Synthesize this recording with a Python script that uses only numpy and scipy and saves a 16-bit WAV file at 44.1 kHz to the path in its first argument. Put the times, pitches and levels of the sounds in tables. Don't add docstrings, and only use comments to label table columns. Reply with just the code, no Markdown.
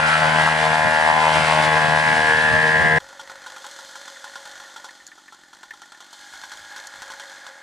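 import sys
import numpy as np
from scipy import signal
from scipy.fft import rfft, irfft
from scipy.io import wavfile
from scipy.ndimage import uniform_filter1d

SR = 44100
rng = np.random.default_rng(int(sys.argv[2]) if len(sys.argv) > 2 else 0)


def log_audio(samples):
    frames = np.atleast_2d(samples).T
    limited = np.clip(frames, -1, 1)
    pcm = np.round(limited * 32767).astype(np.int16)
    wavfile.write(sys.argv[1], SR, pcm)


def ratio(d):
    e = np.asarray(d, float) / 20
    return 10 ** e


N = 336306
SWITCH_S = 2.9856

# frequency in Hz, level difference in dB.
BALANCE_DB = [(60, -2), (140, 5), (340, 1.5), (820, 5), (1960, 1), (4690, -2.5), (11200, 3)]
# frequency in Hz, lead in radians.
LEFT_LEAD = [(500, 0.34), (1640, -0.89), (2410, -1.58), (2930, -0.9), (4390, 0.98), (5000, -0.18)]
# time in seconds, relative clatter level in dB,
# relative lift of the hiss over it in dB, knock pitch in Hz before each blow's own factor.
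HEAD = [(3.0, -44.5, -6.5, 1430), (3.4, -42, -7.5, 1430), (3.72, -43, -1, 1400), (4.7, -42.5, -4.5, 1419),
        (5.14, -52, -2.5, 1376), (5.57, -51.5, -4.5, 1363), (6.1, -48.5, -3.5, 1390),
        (6.15, -46.5, -0.5, 1452), (6.34, -45, -1, 1520), (7.0, -41, -5.5, 1500), (7.32, -42, -4.5, 1551),
        (7.48, -42, -6.5, 1540), (7.62, -44, -8.5, 1560)]
# time in seconds, relative level in dB.
FIRINGS = [(3.002, -36), (3.088, -40), (3.194, -27.5), (3.297, -28), (3.462, -27), (3.563, -29),
           (3.643, -29), (3.788, -31.5), (3.955, -28.5), (4.078, -29), (4.242, -26.5), (4.356, -27),
           (4.454, -32), (4.599, -32), (4.761, -28.5), (4.843, -28), (5.178, -40), (5.323, -36),
           (5.53, -36), (5.631, -34), (5.735, -36), (5.818, -34.5), (5.92, -37), (6.004, -35.5),
           (6.129, -36), (6.336, -31.5), (6.436, -27.5), (6.517, -28.5), (6.762, -27), (7.02, -29),
           (7.101, -28), (7.197, -29.5), (7.466, -33.5)]


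def rms_one(x):
    return x / np.sqrt(np.mean(x ** 2) + 1e-20)


def in_time(rows, n, start_s):
    s, *columns = np.transpose(rows)
    return [np.interp(start_s + np.arange(n) / SR, s, c) for c in columns]


def at_hz(points, hz):
    f, v = np.transpose(points)
    return np.interp(np.log(hz), np.log(np.maximum(f, 1)), v)


def plateau(distance, half_width):
    return np.exp(-(distance / half_width) ** 4)


def soft_step(t, at_s, soft_s):
    return 1 / (1 + np.exp((at_s - t) / soft_s))


def drift(rate_hz, n):
    r = np.exp(-80 * np.pi * rate_hz / SR)
    slow = signal.lfilter([1], [1, -2 * r, r * r], rng.standard_normal(n // 40 + 2002))[2000:]
    return np.interp(np.arange(n) / 40, np.arange(len(slow)), rms_one(slow - slow.mean()))


def coloured(spectrum, n, count=1):
    hz = np.arange(1, n // 2 + 2) * SR / n
    return rms_one(irfft(rfft(rng.standard_normal((count, n))) * ratio(at_hz(spectrum, hz)), n))


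def band(x, order, low_hz, high_hz):
    return signal.sosfilt(signal.butter(order, [low_hz, high_hz], "band", fs=SR, output="sos"), x)


def resonance(x, hz, width_hz):
    r = np.exp(-np.pi * width_hz / SR)
    return signal.lfilter([(1 - r * r) / 2, 0, (r * r - 1) / 2], [1, -2 * r * np.cos(2 * np.pi * hz / SR), r * r], x)


def rings(x, modes):
    return sum((-1) ** k * ratio(db) * resonance(x, hz, w) for k, (hz, w, db) in enumerate(modes))


def spread(pair):
    # frequency in Hz, left-right likeness from 0 to 1.
    likeness = [(60, 0.18), (170, 0.53), (490, 1), (1380, 1), (3940, 0.77), (11200, 0.69)]
    mid, side = rfft(pair)
    hz = np.arange(1, len(mid) + 1) * SR / pair.shape[1]
    alike = np.clip(at_hz(likeness, hz), 0, 1)
    lean = ratio(at_hz(BALANCE_DB, hz) / 2)
    lead = np.exp(.5j * at_hz(LEFT_LEAD, hz))
    a, b = np.sqrt((1 + alike) / 2) * mid, np.sqrt((1 - alike) / 2) * side
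    return irfft([(a + b) * lean * lead, (a - b) / lean / lead], pair.shape[1])


def treble_swing_db(n):
    # time in seconds, relative level in dB.
    roar_level = [(0.0, -30.5), (0.19, -30), (1.09, -32.5), (1.38, -28), (1.95, -32.5), (2.2, -30.5),
                  (2.96, -35.5)]
    level_db, = in_time(roar_level, n, 0)
    return level_db - level_db.mean()


def firing_lines(n, turn, mean_rate):
    # multiple of the firing rate, relative level in dB.
    firing_orders = [(1, -16.5), (2, -5.5), (3, -13), (4, -18), (5, -21), (6, -9), (7, -8), (8, -3.5),
                     (9, -3), (10, -6), (11, 0.5), (12, -5), (13, -3), (14, -7), (15, -13), (16, -22),
                     (17, -11.5), (18, -7.5), (19, -6), (20, -6), (21, 1.5), (22, -0.5), (23, -5), (24, -5),
                     (25, -5.5), (26, -7), (27, -8.5), (28, -12)]
    # time in seconds, centre in Hz, relative lift in dB, half width in Hz.
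    whine = [(0.0, 1440, 9.5, 160), (0.15, 1380, 12, 160), (0.25, 1440, 8, 120), (0.45, 1560, 9, 131),
             (0.65, 1570, 0.5, 199), (0.95, 1690, 5.5, 334), (1.3, 1960, -1.5, 90), (1.55, 1670, -1, 90),
             (1.75, 1680, 6, 85), (2.2, 1665, 8, 85), (2.35, 1708, 12, 85), (2.65, 1703, 10.5, 90),
             (2.98, 1660, 8.5, 101)]
    # time in seconds, relative level of the drone lines in dB, blur by moving air as a factor.
    drone = [(0.0, 0, 0.84), (0.15, -7, 1.3), (0.25, 0.5, 0.98), (0.45, -2, 0.63), (1.1, 1.5, 0.65),
             (1.6, 1.5, 0.52), (1.9, 0, 0.91), (2.35, -2.5, 1.26), (2.98, -4, 1.6)]
    # middle in seconds, relative lift in dB, centre in Hz, half length in seconds.
    bark_runs = [(0.144, 5, 1600, .02), (0.232, 3, 1300, .012), (0.393, 2.5, 1110, .012),
                 (0.481, 8, 1140, 0.01), (0.657, 3, 850, 0.012), (0.755, 3, 1000, .012),
                 (0.998, 2, 860, 0.018), (1.098, 3, 960, 0.012), (1.266, 2.5, 950, 0.023),
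                 (1.52, 2, 900, 0.011)]
    t = np.arange(n) / SR
    centre_hz, lift_db, width_hz = in_time(whine, n, 0)
    drone_db, blur = in_time(drone, n, 0)
    barks = np.array([db * np.exp(-.5 * ((t - s) / half_s) ** 2) for s, db, _, half_s in bark_runs])
    bark_db, bark_hz = barks.sum(axis=0), np.array(bark_runs)[:, 2]
    settled = np.clip((2.2 - t) / .6, .35, 1)
    beat = abs(1 - .56 * np.exp(2j * np.pi * (t - 1) / 1.335))
    treble_db = treble_swing_db(n)
    air = [drift(1.3, n) for eddy in range(14)]
    upper = [(k, -13.0 - .5 * (k - 29)) for k in range(29, 46)]
    halves = [(k + .5, -20.0 - 2.0 * abs(k - 21.5)) for k in range(19, 25)]
    out = np.zeros((2, n))
    for k, level_db in firing_orders + upper + halves:
        hz = k * mean_rate
        change = lift_db * plateau(hz - centre_hz, width_hz) + drone_db * plateau(hz - 940, 510)
        change = change + 13 * np.exp(-np.log(hz / 460) ** 2 / 0.023) * soft_step(t, 2.4, 0.23)
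        if k == 2:
            change = change + 20 * np.log10(beat + .01)
        elif k == 3:
            change = change - 1.5 * soft_step(t, 1.4, 0.12)
        elif k > 28:
            change = change + treble_db

        steady = min(max(abs(k - 22) - 1, 0) / 2 + .25, k / 5, 1)
        loose = ratio(-2 * bark_db) * (blur if k < 18 else .65 * settled if k < 29 else 1)
        flicker = 2.7 * steady * (settled if 19 < k < 26 else .5 if k == 11 else 1) * drift(4.85, n)
        fill = 2.05 if 14 < k < 18 else 1
        db = level_db - 24.5 + change - change.mean() + flicker
        db = db + fill * plateau(hz - bark_hz, 390) @ barks
        if 22 < k < 27:
            db = db + 6 * soft_step(t, 2.37 + 0.16 * (k - 23), 0.1)

        j, part = divmod(k / 4, 1)
        shared = (1 - part) * air[int(j)] + part * air[int(j) + 1]
        smear = .8 * (np.clip(k, 20, 24) - 22) ** 2 * (k > 16)
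        waver = loose * (1.3 * min(k / 5, 1) * shared + .6 * steady * drift(1.2, n))
        shiver = .42 * steady * np.minimum(loose + .3, 1) * drift(15, n)
        phase = k * (turn - 2 * np.pi * .22) + waver + shiver + smear
        for side, sign in enumerate([1, -1]):
            own = 0.68 * ratio(-bark_db) * (settled if 19 < k < 27 else 1) * steady * min(hz / 1500, 1.6)
            own = own * drift(1.58, n) + sign * at_hz(LEFT_LEAD, hz) / 2
            out[side] += ratio(db + sign * at_hz(BALANCE_DB, hz) / 2) * np.sin(phase + own)
    return out


def whistles(n):
    # middle in seconds, half length in seconds, pitch in Hz, relative level in dB.
    thin_whistles = [(0.3, .2, 4570, -46), (0.45, .1, 2850, -42), (0.65, .12, 3150, -44)]
    t = np.arange(n) / SR
    return sum(ratio(db) * plateau(t - s, half_s) * rms_one(resonance(rng.standard_normal(n), hz, 25))
               for s, half_s, hz, db in thin_whistles)


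def roar(n, turn):
    # frequency in Hz, relative level in dB per Hz.
    roar_colour = [(180, -39), (300, -42), (420, -32.5), (700, -12.5), (850, -12.5), (1240, -16),
                   (1670, -14), (1970, -15), (3000, -21), (4300, -24), (5000, -25.5), (5800, -29.5),
                   (7000, -32), (7800, -31), (11000, -36.5)]
    puffs = 1 + 0.13 * np.cos(turn)
    noise = spread(coloured(roar_colour, n, count=2)) * puffs
    noise = noise * ratio(-25.0 + treble_swing_db(n) + drift(12, n))
    body = signal.sosfilt(signal.butter(2, 2200, fs=SR, output="sos"), noise)
    thinning_db = -5 * soft_step(np.arange(n) / SR, 1.75, 0.13)
    return noise + body * (ratio(thinning_db) - 1)


def full_power(n):
    # time in seconds, firings per second.
    speed_curve = [(0.0, 78.6), (0.03, 78.4), (0.46, 78.0), (0.63, 78.3), (1.19, 78.2), (1.63, 77.7),
                   (2.01, 77.6), (2.57, 78.1), (2.98, 78.1)]
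    speed, = in_time(speed_curve, n, 0)
    early_late_turns, uneven_db = .0012, .9
    turn = 2 * np.pi * (np.cumsum(speed) / SR + early_late_turns * drift(18.3, n))
    tones = firing_lines(n, turn, speed.mean()) + whistles(n)
    return tones * ratio(uneven_db * drift(26.6, n)) + roar(n, turn)


def burst(decay_s, rise_s, front):
    t = np.arange(3000) / SR
    puff = rng.standard_normal(len(t)) * (1 - np.exp(-t / rise_s)) * np.exp(-t / decay_s)
    puff[0] = front
    return puff


def pops(n):
    # time in seconds, relative level in dB.
    taps = [(4.052, -36), (4.16, -34), (4.27, -37), (4.645, -34), (4.89, -31.5), (5.002, -37), (5.117, -33),
            (5.282, -34), (5.708, -24.5), (5.832, -36), (5.947, -37.5), (6.674, -43), (7.225, -36)]
    # time in seconds, relative level in dB.
    clicks = [(5.066, -43), (5.075, -47), (6.87, -41.5)]
    # pitch in Hz, width in Hz, relative level in dB.
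    pop_bass = [(844, 67, 8.5), (1045, 78, 7.5), (380, 200, -14)]
    pop_treble = [(3310, 310, 12.5), (4490, 240, 6), (4860, 120, 1), (5660, 280, 8), (6800, 1800, 0),
                  (13000, 4000, -28)]
    click_ring = [(4340, 330, 6), (6860, 630, 9), (11800, 1200, -8)]
    kinds = [(FIRINGS, -4, -4.5, 1.0, .015, pop_treble),
             (taps, -15.5, -22, 1.3, -1.5, pop_treble),
             (clicks, -20, 11, 1.2, .003, click_ring)]
    colour_scatter_db, pitch_scatter = 1.4, 0.011
    out = np.zeros(n + 3000)
    usual_hz = in_time(HEAD, n, SWITCH_S)[2]
    for rows, bass_db, treble_db, pitch, spit_s, top in kinds:
        for s, db in rows:
            i, luck = round((s - SWITCH_S) * SR), rng.standard_normal(3)
            knock_hz = usual_hz[i] * pitch * (1 + pitch_scatter * luck[0])
            blow = resonance(burst(decay_s=0.0075, rise_s=0.00026, front=8.0), knock_hz, 500)
            knock = resonance(blow, knock_hz, 58) + 0.14 * blow
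            thud = rings(burst(decay_s=0.028, rise_s=0.00018, front=20.0), pop_bass)
            spit = band(rings(burst(spit_s, rise_s=spit_s / 8, front=.5), top), 3, 3000, 13000)
            low, high = ratio(np.array([bass_db, treble_db]) + colour_scatter_db * luck[1:])
            out[i:i + 3000] += ratio(db) * (rms_one(knock) + low * rms_one(thud) + high * rms_one(spit))
    return ratio(-17.0) * out[:n]


def afterglow(n, fade_s):
    kicks = np.zeros(n)
    kicks[[round((row[0] - SWITCH_S) * SR) for row in FIRINGS]] = 1
    return signal.lfilter([1], [1, -np.exp(-1 / (fade_s * SR))], kicks + 1e-18)


def heard(rows, rest_db, ramp_s, n):
    t = SWITCH_S + np.arange(n) / SR
    return ratio(rest_db) + sum(ratio(db) * np.clip(np.minimum(t - a, b - t) / ramp_s + 1, 0, 1) ** 2
                              for a, b, db in rows)


def crank(n):
    # time in seconds, turns per second before the firings are aligned.
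    turns_per_s = [(3.0, 49.6), (3.99, 45.4), (4.32, 47.7), (5.07, 46.3), (5.26, 45), (6.0, 44.8),
                   (6.65, 53.2), (7.62, 45.3)]
    turns = np.cumsum(in_time(turns_per_s, n, SWITCH_S)[0]) / SR
    lit = np.array([0] + [round((s - SWITCH_S) * SR) for s, db in FIRINGS] + [n - 1])
    turns = turns + np.interp(np.arange(n), lit, np.round(turns[lit]) - turns[lit] + 1)
    gap = np.interp(np.arange(n), lit, np.arange(len(lit)))
    which = np.minimum(gap.astype(int), len(lit) - 2)
    sag = 0.1202 * np.minimum(np.diff(turns[lit]), 4)[which]
    return turns + sag * (gap % 1) * (1 - gap % 1)


def clatter_and_hiss(n, turns, strength):
    # frequency in Hz, relative level in dB per Hz.
    clatter_colour = [(260, -57), (450, -22), (585, -6.5), (706, -9), (838, 1), (931, -4.5), (1290, -7.5),
                      (1440, 5.5), (1590, -4.5), (1760, 2), (2380, -15.5), (2700, -15.5), (3510, -56),
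                      (5940, -120)]
    hiss_colour = [(1590, -59), (2700, -55), (2820, 0), (3190, 8), (3600, 10), (3920, 2.5), (4300, 11),
                   (4630, -3), (5010, 8), (5330, -4), (5700, 4.5), (7280, 3), (9760, -8), (11700, -12),
                   (15200, -22), (22000, -120)]
    # pitch in Hz, width in Hz, relative level in dB.
    hiss_rings = [(4280, 110, -0.5), (4860, 180, -3), (5660, 58, -3), (6270, 120, -3), (6550, 120, -1),
                  (7840, 210, -9), (8550, 110, -18), (9400, 95, -9)]
    clatter_db, brighter_db, _ = in_time(HEAD, n, SWITCH_S)
    kicked = 0.69 + 0.79 * afterglow(n, fade_s=0.053)
    tick = kicked * strength * np.exp(-(turns % 1) / 0.36)
    clatter = coloured(clatter_colour, n)[0] * (0.77 + 0.92 * tick) * ratio(clatter_db - 4.0)
    hiss = coloured(hiss_colour, n)[0] + 0.31 * rms_one(rings(rng.standard_normal(n), hiss_rings))
    return clatter + hiss * (0.75 + 0.56 * tick ** 1.7) * ratio(clatter_db + brighter_db)


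def silencer(n):
    # start in seconds, end in seconds, relative level in dB.
    silencer_heard = [(2.9, 4.65, -55.5), (6.95, 7.7, -56)]
    note_hz, width_hz, waver_hz, lag_s = 544, 29, 9, 0.018
    hum = np.sin(2 * np.pi * np.cumsum(note_hz + waver_hz * drift(11.9, n)) / SR)
    ring = rms_one(hum + 0.57 * rms_one(resonance(rng.standard_normal(n), note_hz, width_hz)))
    swell = np.roll(uniform_filter1d(afterglow(n, fade_s=0.047), size=600), round(lag_s * SR))
    return ring * (0.64 + swell) * heard(silencer_heard, -74, 0.58, n)


def casing(n, turns, strength):
    # pitch in Hz, width in Hz, relative level in dB.
    casing_modes = [(1648, 40, 7), (823, 29, -2), (2120, 41, -4)]
    # start in seconds, end in seconds, added level in dB.
    casing_heard = [(3.4, 4.6, -56.5), (6.25, 6.75, -48), (6.85, 7.7, -49)]
    later = turns + .45
    strokes = np.diff(np.floor(later), prepend=np.floor(later[0]))
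    rattle = rng.standard_normal(n) * np.exp(-(later % 1) / .12) + 20 * strokes
    return rms_one(rings(rattle * strength ** .4, casing_modes)) * heard(casing_heard, -72, 0.25, n)


def intake(n, turns, strength):
    # pitch in Hz, width in Hz, relative level in dB.
    intake_modes = [(295, 116, 7), (380, 98, 1), (190, 41, -2.5)]
    whole = turns.astype(int)
    strokes = np.diff(whole, prepend=whole[0])
    gulps = rms_one(strokes * strength ** .3 * (1 + .2 * (-1) ** whole)) + .45 * rng.standard_normal(n)
    return rms_one(band(rings(gulps, intake_modes), 2, 150, 450)) * ratio(-65.5)


def cough(n):
    hz, width_hz = 367, 70
    kick = np.diff(afterglow(n, fade_s=.004), prepend=0)
    return rms_one(resonance(resonance(kick, hz, width_hz), hz, 2 * width_hz)) * ratio(-72.5)


def idling(n):
    turns = crank(n)
    strength = ratio(4.4 * np.clip(rng.standard_normal(400), -2, 1.1))[turns.astype(int)]
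    engine = clatter_and_hiss(n, turns, strength) + silencer(n)
    return engine + casing(n, turns, strength) + intake(n, turns, strength) + cough(n)


def rubs(n):
    # frequency in Hz, relative level in dB per Hz.
    rumble_colour = [(20, -13), (50, -6), (100, -8.5), (180, -16), (300, -33)]
    # start in seconds, end in seconds, added level in dB before the drift.
    rub_spans = [(2.95, 3.03, -66), (3.3, 3.45, -68), (5.7, 5.74, -76), (6.32, 6.4, -69), (6.55, 6.6, -73),
                 (6.9, 7.0, -70)]
    return coloured(rumble_colour, n)[0] * heard(rub_spans, -79, .1, n) * ratio(3.9 * drift(3.9, n))


def wind(n):
    # frequency in Hz, relative level in dB per Hz.
    wind_colour = [(25, -44), (60, -26), (85, -9.5), (115, -10), (200, -13), (400, -23), (800, -64)]
    # middle in seconds, relative level in dB, left-right difference in dB.
    gust_rows = [(.44, -46, -11), (.86, -38.5, 0), (1.4, -39, -8), (1.63, -40.5, -10), (1.87, -40, 7),
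                 (1.95, -46, -11), (2.12, -45, -16), (2.55, -42, -23), (2.83, -41, -19), (2.95, -45, -15)]
    gust_s, lean_db = 0.026, -1.5
    t, lean = np.arange(n) / SR, np.array([[.5], [-.5]])
    breeze = ratio(-53.5 + 5 * t)
    gusts = sum(ratio(db + lean * pan) * np.exp(-.5 * ((t - s) / gust_s) ** 2) for s, db, pan in gust_rows)
    lumps_db = np.array([3 * drift(12, n), 3 * drift(12, n)])
    return coloured(wind_colour, n, count=2) * (breeze + gusts) * ratio(3.5 + lean * lean_db + lumps_db)


def scene():
    n = round(SWITCH_S * SR)
    far = full_power(n) + wind(n)
    far = signal.sosfilt(signal.ellip(12, .5, 70, 11150, fs=SR, output="sos"), far)
    near = pops(N - n) + idling(N - n) + rubs(N - n)
    return np.concatenate([far, [near, near]], axis=1)


def top_cut(x):
    return signal.sosfilt(signal.butter(12, 15400, fs=SR, output="sos"), x)


def record(dry):
    return top_cut(dry)


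dry = scene()
out = record(dry)
log_audio(out)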